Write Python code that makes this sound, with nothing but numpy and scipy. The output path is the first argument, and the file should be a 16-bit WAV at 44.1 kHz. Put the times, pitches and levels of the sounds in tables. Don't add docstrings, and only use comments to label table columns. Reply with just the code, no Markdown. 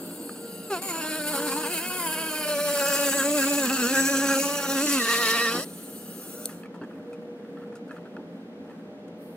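import sys
import numpy as np
from scipy import signal
from scipy.fft import rfft, irfft, next_fast_len
from scipy.io import wavfile
from scipy.ndimage import uniform_filter1d, map_coordinates

SR = 44100
rng = np.random.default_rng(int(sys.argv[2]) if len(sys.argv) > 2 else 0)


def unload_wav(signal):
    wavfile.write(
        sys.argv[1],
        SR,
        np.round(np.clip(np.atleast_2d(signal).T, -1, 1) * 32767).astype(np.int16),
    )


N = 412776
T = np.arange(N) / SR


def gain_of(db):
    return 10 ** (np.asarray(db) / 20)


def evened(x):
    return x / np.sqrt(np.mean(abs(x) ** 2) + 1e-20)


def read(points, hz):
    f, value = np.transpose(points)
    return np.interp(np.log(hz + 1), np.log(f + 1), value)


def curve(rows, axis=1):
    rows = np.array(rows)
    return np.interp(T, rows[:, 0], rows[:, axis])


def shaped(x, gain):
    size = next_fast_len(len(x) + 2048)
    spectrum = rfft(x, size) * gain(np.fft.rfftfreq(size, 1 / SR))
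    return irfft(spectrum, size)[:len(x)]


def coloured(x, points):
    return shaped(x, lambda f: gain_of(read(points, f)))


def band_rms(x, lo_hz, hi_hz):
    return np.std(shaped(x, lambda f: (f > lo_hz) & (f < hi_hz))) + 1e-12


def resonances(modes, f):
    return sum(gain_of(db) / (1 + ((f - hz) / width) ** 2) for hz, width, db in modes)


def wander(rate):
    return evened(np.interp(T * rate, np.arange(20000), rng.standard_normal(20000)))


def dips(rate, depth_db):
    return gain_of(-depth_db * np.clip(wander(rate), 0, 1.5) ** 2)


def held(start, end, attack_s, release_s):
    return np.clip(np.minimum((T - start) / attack_s, (end - T) / release_s) + .5, 0, 1)


def add(mix, s, sound):
    part = mix[round(s * SR):][:len(sound)]
    part += sound[:len(part)]


# pitch_hz, level_db
SIDE_LEVEL = [(60, -24), (110, -16), (200, -13.5), (380, -24.5), (700, -10.5), (1290, -20.5), (2380, -3),
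              (4400, 1), (8120, -3), (15000, 0)]
# pitch_hz, level_db
LEAN = [(60, -3), (380, 0.5), (1290, 0.5), (2600, -3), (4400, 1.5), (8120, 1.3), (15000, 3)]


def ports(sound, other, likeness=.8, swing=.6):
    likeness = np.clip(likeness, 0, 1)
    ripple = lambda f: swing * np.sin(2 * np.pi * f / 1370)
    quadrature = shaped(sound, lambda f: 1j * np.exp(1j * ripple(f)))
    side = coloured(likeness * quadrature + np.sqrt(1 - likeness ** 2) * other, SIDE_LEVEL)
    return np.array([shaped(sound + sign * side, lambda f: gain_of(sign * read(LEAN, f) / 2))
                     for sign in (1, -1)])


# pitch_hz, relative density_db
CABIN_COLOUR = [(15, -90), (25, -50), (53, -60), (80, -31.5), (145, -17.5), (206, -1.5), (405, -11.5),
                (489, -5.5), (545, -14.5), (624, -17.5), (754, -19), (863, -21.5), (936, -26.5),
                (1650, -32), (16000, -64.5)]
# pitch_hz, waver_per_s, level_db
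HUM = [(98, 16, -71.5), (173.6, 9, -51.5), (205, 13, -72), (274.8, 27, -52), (444, 8.3, -71),
       (484, 7.8, -56.5), (485, 4.7, -75), (605, 12, -57)]
# start_s, end_s, level_db
TONE_SWELLS = [(1.361, 1.694, -38.5), (7.053, 7.852, -44.5)]
# time_s, level_db
HISS = [(9.15, -82), (9.22, -60.5), (9.36, -63)]
# pitch_hz, relative density_db
HISS_COLOUR = [(2350, -42), (4000, -9), (7270, -17), (9280, -2), (10700, -9), (14000, -2.5), (16000, -12)]
CABIN_DB = -43
TONE_HZ, TONE_EDGE_S = 477, 0.053


def cabin():
    wash, stray = (gain_of(CABIN_DB) * evened(coloured(rng.standard_normal(N), CABIN_COLOUR))
                   for _ in range(2))
    hum = np.zeros(N)
    for hz, waver, db in HUM:
        envelope = wander(waver) + 1j * wander(waver)
        hum += gain_of(db) * (envelope * np.exp(2j * np.pi * hz * T)).real
    swells = sum(gain_of(db) * held(start, end, TONE_EDGE_S, TONE_EDGE_S)
                 for start, end, db in TONE_SWELLS)
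    tone = np.sqrt(2) * np.sin(2 * np.pi * TONE_HZ * T + .3 * wander(9))
    tone *= swells * gain_of(1.5 * wander(12))
    side = coloured(stray, [(400, -19), (1200, -3), (3000, 5.5), (9000, 3.0)])
    hiss = [gain_of(curve(HISS)) * evened(coloured(rng.standard_normal(N), HISS_COLOUR))
            for _ in range(2)]
    return wash + hum + tone + np.array([side, -side]) + hiss


# start_s, end_s, level_db, fade_s
GRIPS = [(-0.15, 0.5, -44, 0.2), (5.54, 5.606, -36, 0.022), (6.812, 6.846, -41, .008),
         (7.71, 7.745, -43, .01), (8.169, 8.204, -41, 0.0071)]
# pitch_hz, relative density_db
GRIP_COLOUR = [(30, -65), (100, -20), (300, 7.5), (560, -18), (900, -9), (2000, -57), (6000, -70)]


def grip(uneven_db=3):
    level = sum(gain_of(db) * held(start, end, fade, fade) for start, end, db, fade in GRIPS)
    rubbing = evened(coloured(rng.standard_normal(N), GRIP_COLOUR))
    return level * gain_of(uneven_db * wander(25.7)) * rubbing


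# time_s, turns_hz
SPEED = [(0.015, 536), (0.125, 480), (0.23, 466.8), (0.64, 463.5), (0.685, 448), (0.775, 329),
         (0.83, 387.8), (0.855, 391.6), (0.88, 381.8), (0.9, 351.0), (0.93, 325.9), (1.0, 328.6),
         (1.02, 302.8), (1.08, 314.2), (1.125, 309.0), (1.18, 320.8), (1.2, 302.7), (1.235, 294.5),
         (1.265, 299.3), (1.28, 294.3), (1.32, 307.7), (1.34, 287.1), (1.38, 275.1), (1.425, 297.2),
         (1.47, 295.8), (1.485, 269.8), (1.495, 263.5), (1.51, 270.3), (1.535, 266.3), (1.565, 297.7),
         (1.615, 318.0), (1.65, 290.8), (1.67, 296.6), (1.685, 311.9), (1.71, 359.9), (1.735, 357.6),
         (1.76, 328.1), (1.79, 312.7), (1.835, 354.3), (1.885, 368.4), (1.9, 359.3), (1.925, 366.2),
         (1.945, 358.4), (1.965, 370.5), (2.015, 342.9), (2.055, 332.7), (2.075, 318.2), (2.095, 313.9),
         (2.14, 321.8), (2.165, 311.1), (2.19, 321.7), (2.29, 316.6), (2.305, 307.6), (2.43, 309.0),
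         (2.445, 298.8), (2.54, 299.8), (2.56, 287.0), (2.655, 298.7), (2.67, 290.3), (2.79, 287.3),
         (2.82, 276.9), (2.86, 277.0), (2.885, 288.9), (2.955, 276.5), (2.98, 288.4), (3.05, 283.8),
         (3.125, 268.2), (3.15, 285.6), (3.175, 284.5), (3.21, 263.7), (3.27, 288.2), (3.335, 294.5),
         (3.355, 301.5), (3.415, 265.4), (3.45, 270.9), (3.465, 279.4), (3.51, 287.3), (3.55, 279.9),
         (3.57, 285.6), (3.615, 279.9), (3.64, 266.2), (3.68, 234.8), (3.72, 269.4), (3.75, 269.0),
         (3.795, 252.5), (3.81, 251.9), (3.83, 238.7), (3.855, 238.1), (3.94, 277.6), (3.96, 269.4),
         (4.06, 266.7), (4.075, 276.5), (4.13, 278.9), (4.17, 266.5), (4.19, 274.9), (4.205, 270.4),
         (4.23, 281.7), (4.25, 274.8), (4.34, 273.4), (4.355, 267.6), (4.375, 276.5), (4.39, 270.0),
         (4.435, 283.8), (4.51, 282.9), (4.54, 291.6), (4.68, 269.3), (4.72, 279.0), (4.79, 269.6),
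         (4.81, 276.8), (4.845, 303.3), (4.875, 283.2), (4.925, 282.6), (4.955, 273.8), (4.99, 253.6),
         (5.005, 237.2), (5.02, 228.9), (5.055, 234.3), (5.075, 224.6), (5.095, 235.9), (5.18, 229.1),
         (5.205, 241.2), (5.245, 226.3), (5.265, 229.5), (5.285, 224.8), (5.3, 230.0), (5.325, 224.9),
         (5.35, 235.5), (5.39, 226.5), (5.425, 236.8), (5.475, 225.6), (5.525, 233.9), (5.59, 246),
         (5.66, 375), (5.76, 448.7), (6.485, 500.5)]
# time_s, level_db
SWITCH = (6.4562, -16.5)
FREE_HZ = 486.5
HUNT_SHARE, HUNT_PER_S = .005, 60
COAST_HZ_PER_S, COAST_DB_PER_S = 370, 64


def shaft():
    sag = np.maximum(FREE_HZ - curve(SPEED), 0)
    coast = COAST_HZ_PER_S * np.clip(T - SWITCH[0], 0, 1)
    return curve(SPEED) + HUNT_SHARE * sag * wander(HUNT_PER_S) - coast


def reflections(x, depth_db, span_hz=170, seconds=0.2918):
    hz, t, z = signal.stft(x, SR, nperseg=1024, noverlap=768)
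    grid = np.meshgrid(hz / span_hz, t / seconds, indexing="ij")
    ripples = map_coordinates(rng.standard_normal((256, 96)), grid, order=1, mode="wrap")
    rippled = z * gain_of(depth_db * evened(ripples))
    return evened(signal.istft(rippled, SR, nperseg=1024, noverlap=768)[1][:N])


MOVES = [1.65, 2.52, 4.79]


def recoloured(x, before, after):
    changed = np.clip(T - MOVES[1], 0, 1)
    return (1 - changed) * evened(coloured(x, before)) + changed * evened(coloured(x, after))


# time_s, level_db
AIR = [(0, -45), (.3, -47), (6.1, -47), (6.23, -45)]
# multiple of the shaft speed, relative level_db
MOTOR = [(1, -54), (3, -63), (6, -68)]
# time_s, level_db
MOTOR_LEVEL = [(0.25, -1.5), (0.45, 6), (0.7, 8.5), (5.6, -8)]
# pitch_hz, relative level_db
WHINE_BEFORE = [(2000, -23), (3600, -7.5), (4700, -7.5), (6000, -23), (7800, 4.5), (8300, -1), (8750, 5.5),
                (9200, -11), (9700, 6), (10150, -2), (10650, 4), (11100, -13), (11700, 5.5), (13300, -8),
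                (15300, 0)]
# pitch_hz, relative level_db
WHINE_AFTER = [(2000, -23.5), (3200, -15), (4400, -13.5), (5200, -21.5), (7500, -10.5), (8900, -1),
               (10000, -2.5), (10900, -8.5), (11800, 0), (13400, -15.5), (15000, 0), (16000, -6)]
# pitch_hz, relative density_db
AIR_BEFORE = [(900, -19.5), (1420, 4), (2100, -17), (2800, -0.5), (3500, -13), (4800, 1.5), (5900, -31.5),
              (6500, -7), (7700, -2.5), (9200, -1), (10900, -9), (12100, -6.5), (13400, -5), (15100, -1),
              (16000, -16)]
# pitch_hz, relative density_db
AIR_AFTER = [(900, -21), (1420, 1.5), (2100, -16), (2800, -8.5), (3500, -12.5), (4300, -8), (5100, -14.5),
             (6300, -5), (7400, -10), (9100, -1.5), (10900, -9), (11900, -2.5), (13400, -12), (15100, -2),
             (16000, -16)]


def motor(speed, whine_db=-5.0, air_db=-3, flutter=1.0, buzz=0.66):
    turns = np.cumsum(speed * (1 + .0024 * wander(140))) / SR
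    running = np.interp(T, [6.44, 6.6, 6.68], [1, 1, 0])
    powered = np.interp(T, [6.44, 6.58], [1, 0])
    level = gain_of(curve(AIR) - COAST_DB_PER_S * np.maximum(T - SWITCH[0], 0)) * running
    stack = sum((1 + flutter * wander(50)) * np.cos(2 * np.pi * (k * turns + rng.random()))
                for k in range(5, 34))
    whine = gain_of(whine_db) * powered * recoloured(stack, WHINE_BEFORE, WHINE_AFTER)
    gusts = 1 + buzz * np.cos(2 * np.pi * turns)
    air, stray = (gain_of(air_db) * recoloured(reflections(gusts * rng.standard_normal(N), depth_db=4.0),
                                               AIR_BEFORE, AIR_AFTER) for _ in range(2))
    low = sum(gain_of(db + 2 * wander(9.0)) * np.sqrt(2) * np.cos(2 * np.pi * k * turns)
              for k, db in MOTOR)
    low = powered * gain_of(curve(MOTOR_LEVEL)) * low
    return ports(level * (air + whine) + low, level * stray, likeness=0.67)


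# start_s, relative level_db, treble_db against body, scuff_t60_s, nominal spot_hz
TAPS = [(0.108, -51, -12, .06, 2400), (0.293, -34.5, -22, 0.037, 1240), (0.3587, -47, -10, 0.085, 1360),
        (6.4907, -46.5, -9, 0.15, 1310), (6.526, -50, -8, 0.044, 2800), (6.6338, -42, -24, 0.08, 1330),
        (6.6567, -47.5, -13, 0.052, 2350), (6.742, -48, -16, .17, 937), (6.814, -42, -31, .08, 1150),
        (6.8358, -46, -18, 0.092, 1690), (6.91, -49, -31, 0.08, 836), (6.932, -52, -24, .05, 2450),
        (7.13, -48.5, -6.5, 0.063, 2540), (7.448, -47, -37, 0.066, 1440), (7.5708, -46.5, -28, 0.09, 1330),
        (7.6177, -46.5, -32, 0.056, 1670), (7.636, -52, -25, 0.036, 1600), (7.722, -50, -20, 0.11, 1420),
        (7.753, -50, -4, 0.11, 1510), (7.878, -57, -3, .04, 1500), (7.893, -47, -22, 0.069, 1400),
        (7.909, -41.5, -20, 0.13, 1660), (7.964, -44, -20, .07, 1430), (7.981, -48, -25, 0.036, 1600),
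        (8.054, -47.5, -27, 0.087, 1500), (8.1665, -38, -20, 0.016, 1424), (8.17, -47, -34, 0.02, 1170),
        (8.6968, -46, -21, 0.089, 845), (9.08, -57, -1, 0.045, 1390)]
# pitch_hz, width_hz, relative level_db
TRIM = [(665, 110, -4), (914, 120, -2.5), (1330, 164, 9), (1680, 170, 3.5), (2610, 140, -5.5),
        (3170, 120, -14), (4280, 180, -14)]
SLIPS_PER_S = 330


def taps(scuff_db=2.0, tick_db=-6, snap_db=-8, spot_db=4, spot_width_hz=90):
    out, t = np.zeros(N), np.arange(SR // 5) / SR
    rise_s, snap_s, press_s, vary_db = .002, .0006, .001, 2.5
    tick_colour = [(2000, -1), (4500, 11.0), (9000, 11.0), (16000, -10.0)]
    for s, db, treble_db, t60, spot_hz in TAPS:
        knock = np.zeros(len(t))
        for hz, width, level in TRIM + [(spot_hz, spot_width_hz, spot_db)]:
            decay = gain_of(level + vary_db * rng.standard_normal()) * np.exp(-np.pi * width * t)
            detuned_hz = hz * rng.uniform(0.955, 1.04)
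            knock += decay * np.sin(2 * np.pi * detuned_hz * t) * rng.choice([-1, 1])
        knock *= 1 - np.exp(-t / press_s)
        slips = evened(rng.choice([-1, 1], len(t)) * (rng.random(len(t)) < SLIPS_PER_S / SR))
        scuff = evened(signal.fftconvolve(slips, knock)[:len(t)])
        swell = (1 - np.exp(-t / rise_s)) * gain_of(-60 * t / max(t60, .01))
        snap = gain_of(snap_db) * np.exp(-t / snap_s) * rng.standard_normal(len(t))
        scratch = gain_of(tick_db) * swell * evened(slips + rng.standard_normal(len(t)))
        tick = gain_of(min(treble_db, 0)) * coloured(snap + scratch, tick_colour)
        add(out, s, gain_of(db) * (knock + gain_of(scuff_db) * swell * scuff + tick))
    return ports(shaped(out, lambda f: f ** 2 / (f ** 2 + 300 ** 2)), np.zeros(N), likeness=0.88)


# start_s, end_s, relative force_db of the tones, relative grit_db, easing_off_s
CONTACTS = [(0.702, 0.799, 7, -7, 0.063), (0.819, 5.64, 0, 0, 0.05)]
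# start_s, end_s, level_db
SNAGS = [(3.107, 3.144, -19), (3.201, 3.243, -7.5), (3.414, 3.468, -9), (3.541, 3.559, -0.5),
         (3.647, 3.718, -8), (3.73, 3.816, -13), (4.019, 4.07, -12), (4.166, 4.178, -18),
         (4.641, 4.676, -12), (4.88, 4.908, -7)]
# start_s, end_s, added roughness (0-1)
ROUGHER = (1.3, 1.85, .09)
BITE_S, LIFT_S, SNAG_S = 0.0068, 0.023, 0.019
SWELL_S = 0.035
ROUGH_STEADY, ROUGH_LURCH, ROUGH_SCREAM, ROUGH_SNAG = .16, .08, .08, .09
LURCH_HZ_PER_S = 459
FIRST_BITE_SHARE = .5


def roughness(screaming):
    lurch = uniform_filter1d(abs(np.gradient(curve(SPEED))) * SR, size=SR // 5)
    snagging = sum(held(start, end, SNAG_S, SNAG_S) for start, end, _ in SNAGS)
    rough = ROUGH_STEADY + ROUGH_LURCH * np.tanh(lurch / LURCH_HZ_PER_S)
    rough = rough + ROUGH_SNAG * snagging + ROUGH_SCREAM * screaming
    rough = rough + ROUGHER[2] * held(ROUGHER[0], ROUGHER[1], SWELL_S, SWELL_S)
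    first_bite = T < CONTACTS[1][0] - BITE_S
    return np.clip(rough * np.where(first_bite, FIRST_BITE_SHARE, 1), 0, 1)


def along_cut(x, colours, lo_hz, hi_hz):
    passed = [1] + [np.clip((T - s) / 0.16 + .5, 0, 1) for s in MOVES] + [0]
    parts = [coloured(x, colour) for colour in colours]
    return sum((passed[k] - passed[k + 1]) * part / band_rms(part, lo_hz, hi_hz)
               for k, part in enumerate(parts))


# pitch_hz, relative level_db
RING_TOP = [(380, -36), (650, -19), (780, 1.5), (980, 8.5), (1200, 1.5), (1530, 7.5), (2150, -13.5),
            (2450, -2.5), (2750, -2.5), (3100, -10.5), (3650, -14), (4380, -4.5), (4800, -13), (5300, -9),
            (6000, -22), (7000, -41)]
# pitch_hz, relative level_db
RING_CORNER = [(380, -38), (650, 1.5), (980, 9), (1300, 5.5), (1600, 13), (2030, -8), (2230, 3.5),
               (2380, -13), (2550, 9), (2850, 1.5), (3180, 5), (3600, -32), (4330, 2), (4800, 0.5),
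               (5200, -3), (7000, -48)]
# pitch_hz, relative level_db
RING_SIDE = [(380, -31.5), (650, -14), (830, 1), (1000, -5.5), (1150, 1), (1400, 1.5), (1660, 4),
             (2100, -13.5), (2580, -11), (3000, -10), (3500, -15), (4200, -8.5), (5200, -24), (7000, -43)]
# pitch_hz, relative level_db
RING_END = [(380, -44), (650, -8.5), (900, -6), (1150, 0), (1400, -2), (1650, -2.5), (1790, -15),
            (1920, -11), (2200, -9), (2600, -4.5), (3050, -7.5), (3400, -10), (3870, -24), (4400, -13.5),
            (5200, -27.5), (6760, -50), (11400, -120)]


def chatter(turns, rough, flutter_rate=45, drift_db=2.0):
    turn = np.exp(2j * np.pi * turns)
    flutter = .24 + rough
    blows, order = np.zeros(N), turn * turn
    for k in range(3, 23):
        order = order * turn
        sway = 1 + flutter * (wander(flutter_rate) + 1j * wander(flutter_rate))
        phase = np.exp(2j * np.pi * rng.random())
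        blows += (order * sway * gain_of(drift_db * wander(7)) * phase).real
    puffs = (0.21 + np.exp(-(turns % 1) / 0.34)) * rng.standard_normal(N)
    drive = (1 - rough) * blows / band_rms(blows, 640, 2300)
    drive += rough * puffs / band_rms(puffs, 1100, 2000)
    ring = along_cut(drive, [RING_TOP, RING_CORNER, RING_SIDE, RING_END], 700, 2100)
    core = shaped(ring, lambda f: (f > 700) & (f < 2100))
    return ring / np.sqrt(abs(uniform_filter1d(core ** 2, size=3000)) + 1e-6)


# start_s, end_s, pitch_hz, width_hz, gain_db
BAND_SWELLS = [(0.7, 0.77, 2640, 200, 5), (0.82, 0.9, 1550, 200, -7), (0.81, 0.91, 3300, 450, -14),
               (0.92, 1.06, 2680, 130, 9), (0.943, 1.01, 1660, 130, 1), (1.074, 1.283, 1540, 110, 4),
               (1.05, 1.18, 4400, 120, 1), (1.075, 1.286, 990, 250, -10), (1.335, 1.45, 1420, 110, 3),
               (1.33, 1.445, 2550, 300, -7), (1.553, 1.68, 900, 120, 5.5), (1.69, 1.84, 2560, 200, 3.5),
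               (1.692, 1.845, 1090, 250, -8), (1.8, 1.985, 3130, 130, 4), (1.994, 2.143, 1010, 129.6, 6),
               (2.06, 2.304, 3140, 130, 7.5), (2.137, 2.45, 970, 120, 1), (2.795, 2.974, 1560, 220, 6.5),
               (2.97, 3.19, 1690, 100, 3.5), (3.19, 3.264, 1520, 180, 8.5), (3.27, 3.35, 1560, 220, -10.5),
               (3.383, 3.45, 1590, 150, 8), (3.47, 3.603, 2590, 130, 6.5), (3.926, 4.007, 1614, 170, 11),
               (4.062, 4.27, 1685, 100, 5), (4.052, 4.38, 2540, 129.5, 8), (4.28, 4.346, 1570, 170, 11),
               (4.443, 4.542, 1570, 220, -3), (4.83, 4.93, 1570, 218.2, -0.5), (4.86, 4.96, 2010, 110, 8),
               (5.53, 5.64, 2430, 600, -18)]


def band_swelled(blows):
    out = blows.copy()
    for start, end, hz, width, db in BAND_SWELLS:
        part = blows[int((start - SWELL_S / 2) * SR):int((end + SWELL_S / 2) * SR)]
        band = shaped(part, lambda f: resonances([(hz, width, 0)], f))
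        fade = signal.windows.tukey(len(band), 2 * SWELL_S * SR / len(band))
        add(out, start - SWELL_S / 2, (gain_of(db) - 1) * band * fade)
    return out


# pitch_hz, share (0-1)
REPEATS = [(2000, .93), (3300, .9), (4800, .75), (8000, .55), (16000, .5)]
WEAR_PER_S = 70


def rim(turns):
    face = rng.standard_normal((int(T[-1] * WEAR_PER_S) + 2, 170))
    where = [T * WEAR_PER_S, turns % 1 * face.shape[1]]
    old = evened(map_coordinates(face, where, order=1, mode="grid-wrap"))
    fresh = shaped(rng.standard_normal(N), lambda f: np.sqrt(1 - read(REPEATS, f) ** 2))
    return shaped(old, lambda f: read(REPEATS, f)) + fresh


# pitch_hz, relative density_db
GRIT_TOP = [(1200, -41), (2100, -5.5), (2700, -7), (3300, -10.5), (3750, -14.5), (4300, -1), (5900, -18.5),
            (7000, 1), (7700, -4), (8450, 3.5), (9250, -2.5), (11600, -2), (13300, -13), (14700, 0),
            (16000, -14)]
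# pitch_hz, relative density_db
GRIT_CORNER = [(1200, -35), (2100, -2), (2500, 1.5), (3200, -16), (3550, -5.5), (4400, -10), (6000, -14.5),
               (7000, -3), (11000, -1), (13600, -9.5), (15300, -3.5), (16000, -14)]
# pitch_hz, relative density_db
GRIT_SIDE = [(1200, -36), (2150, -5), (2600, 2), (3450, -14), (3950, -9.5), (6000, -5), (6450, -8.5),
             (6900, -0.5), (7840, -3.5), (8630, -7.5), (9920, -4.5), (12700, -10), (15200, -6.5),
             (16000, -9.5)]
# pitch_hz, relative density_db
GRIT_END = [(1180, -32.5), (2000, 4.5), (2180, -47), (2550, -2), (3490, -14), (3810, -2.5), (5250, -8.5),
            (6040, -4.5), (6530, -12), (7060, -6), (8700, -6), (9090, -14), (10400, -5.5), (15100, -15.5),
            (16000, -10)]
# start_s, end_s, pitch_hz, width_hz, relative level_db
SINGING = [(0.847, 1.3, 7050, 60, -9.5), (1.247, 1.798, 8394, 130, -7), (3.2, 3.62, 5100, 201, -21),
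           (3.88, 4.42, 6100, 150, -17), (3.882, 4.407, 7800, 90, -7), (1.908, 2.607, 11240, 200, -5),
           (2.403, 3.698, 9800, 160, -15.5), (3.007, 3.703, 7980, 130, -4), (2.407, 4.5, 7510, 50, -10),
           (3.683, 5.502, 6960, 89.5, -14.5), (4.792, 4.916, 7300, 250, -8)]


def grit(turns, grain_db=-1.5, pulsing=0.174, flicker_db=1.0, ripple_db=3.5, dry_db=-1):
    grains = rim(turns) * gain_of(grain_db * wander(1800) + flicker_db * wander(50))
    grains *= 1 + pulsing * np.cos(2 * np.pi * turns)
    grains = reflections(grains, ripple_db)
    scrape = along_cut(grains, [GRIT_TOP, GRIT_CORNER, GRIT_SIDE, GRIT_END], 5500, 16000)
    out = gain_of(dry_db) * scrape
    for start, end, hz, width, db in SINGING:
        part = grains[int(start * SR):int(end * SR)]
        mode = evened(shaped(part, lambda f: resonances([(hz, width, 0)], f)))
        add(out, start, gain_of(db) * mode * signal.windows.tukey(len(mode), .5))
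    return out


# turns_hz, relative level_db
CHATTER = [(230, -30.5), (272, -32.5), (300, -36.5), (370, -38.5), (460, -53)]
# time_s, level_db
GRIT = [(0.82, -30), (0.88, -31), (1.05, -35.5), (2.0, -33.5), (2.6, -33), (2.85, -31), (3.35, -30.5),
        (4.6, -32), (5.3, -30), (5.6, -37.5)]
# start_s, end_s, gain_db
SPRAYS = [(1.263, 1.37, 5), (1.464, 1.539, 3), (1.719, 1.802, 4), (3.925, 3.99, 3), (4.806, 4.95, 0)]
# time_s, relative once_a_turn_db, relative twice_a_turn_db
SHAKE = [(.75, -35, -38), (.86, -43.5, -44), (1.38, -34, -36.5), (1.55, -33.5, -47), (1.62, -38.5, -43),
         (1.8, -42, -46.5), (2.38, -43, -40), (2.5, -47, -29), (3.25, -30.5, -27.5), (3.9, -27.5, -32),
         (4.4, -28.5, -29.5), (4.58, -43.5, -35), (4.76, -28.5, -33), (4.98, -26.5, -37.5),
         (5.07, -42, -36), (5.55, -40, -34.5)]
# start_s, end_s
SCREAM = (4.995, 5.52)
# start_s, end_s, relative level_db
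SCREAM_BURSTS = [(4.995, 5.078, -29.5), (5.082, 5.15, -26), (5.152, 5.226, -29), (5.228, 5.33, -28),
                 (5.33, 5.497, -27)]
# multiple of the shaft speed, relative level_db
SCREAM_ORDERS = [(5, -7.5), (8, 0), (16, -16), (17, -15)]
JITTER = .04
SCREAM_EDGE_S, BURST_EDGE_S, SCREAM_DIP_DB = 0.03, .016, 1.2


def cutting(speed, shake_dip_db=4.5, judder_dip_db=2.93, rub_db=-14, scream_share=0.35, surge_db=1.1):
    screaming = held(SCREAM[0], SCREAM[1], SCREAM_EDGE_S, SCREAM_EDGE_S)
    rough = roughness(screaming)
    turns = np.cumsum(speed * (1 + JITTER * rough * wander(190))) / SR
    force = sum(gain_of(db) * held(start, end - ease / 2, BITE_S, ease + LIFT_S)
                for start, end, db, _, ease in CONTACTS)
    contact = sum(gain_of(db) * held(start, end, BITE_S, LIFT_S) for start, end, _, db, _ in CONTACTS)
    spray_db = sum(db * held(start, end, SWELL_S, SWELL_S) for start, end, db in SPRAYS)
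    snag_db = sum(db * held(start, end, SNAG_S, SNAG_S) for start, end, db in SNAGS)

    shake = np.zeros(N)
    for k, trim_db in ((1, 1.003), (2, 1 + snag_db)):
        level = gain_of(curve(SHAKE, axis=k) + trim_db) * dips(60, shake_dip_db)
        shake += level * np.sqrt(2) * np.cos(2 * np.pi * k * turns)

    scream = np.zeros(N)
    for k, db in SCREAM_ORDERS:
        tone = np.sqrt(2) * np.cos(2 * np.pi * k * turns + .25 * wander(82))
        scream += gain_of(db) * dips(90, SCREAM_DIP_DB) * tone
    bursts = sum(gain_of(db) * held(start, end, BURST_EDGE_S, BURST_EDGE_S)
                 for start, end, db in SCREAM_BURSTS)

    chatter_db = read(CHATTER, curve(SPEED))
    spared = 1 - scream_share * screaming
    ring = gain_of(chatter_db) * dips(70, judder_dip_db) * spared * band_swelled(chatter(turns, rough))
    rub_colour = [(60, -47.5), (200, -14), (330, -0.5), (560, 5.0), (900, -21.5), (2000, -62.0)]
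    rub = gain_of(chatter_db + rub_db) * evened(coloured(rng.standard_normal(N), rub_colour))

    scrape = contact * gain_of(curve(GRIT) + spray_db + surge_db * wander(14) - 2)
    tones = force * (shake + ring + rub + bursts * scream)
    return ports(tones + scrape * grit(turns), scrape * grit(turns), likeness=.7)


def brushing(level_db=-66, uneven_db=3):
    sliding = np.interp(T, [6.4, 6.6, 8.8, 9.1], [0, 1, 1, 0])
    level = sliding * gain_of(level_db + uneven_db * wander(9.7) + 2 * wander(220))
    colour = [(400, -18.0), (1000, 8.5), (1600, 11.0), (3000, -16.0), (5500, -16.5),
              (9000, -12.5), (16000, -19)]
    return ports(*(level * evened(coloured(rng.standard_normal(N), colour)) for _ in range(2)),
                 likeness=.8)


# pitch_hz, relative level_db, t60_s
SWITCH_RING = [(3670, -15, 0.0096), (4320, -11, 0.016), (6260, -6.5, 0.0086), (8200, -5, 0.015),
               (8700, 0.5, 0.012), (9680, -5, 0.0088), (12200, -3, 0.0068), (14500, -8, .005)]


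def switch():
    t, out = np.arange(SR // 20) / SR, np.zeros(N)
    snap = sum(gain_of(db - 60 * t / t60) * np.sin(2 * np.pi * hz * t) for hz, db, t60 in SWITCH_RING)
    add(out, SWITCH[0], gain_of(SWITCH[1]) * snap * (1 - np.exp(-t / .00015)))
    return ports(out, np.zeros(N), likeness=0.8)


def scene():
    speed = shaft()
    return cabin() + grip() + motor(speed) + taps() + cutting(speed) + brushing() + switch()


EDGE_HZ = 15800


def record(dry):
    lowpass = signal.firwin(511, EDGE_HZ, window=("kaiser", 9), fs=SR)
    return signal.oaconvolve(dry, lowpass[None], "same", axes=1)


dry = scene()
out = record(dry)
unload_wav(out)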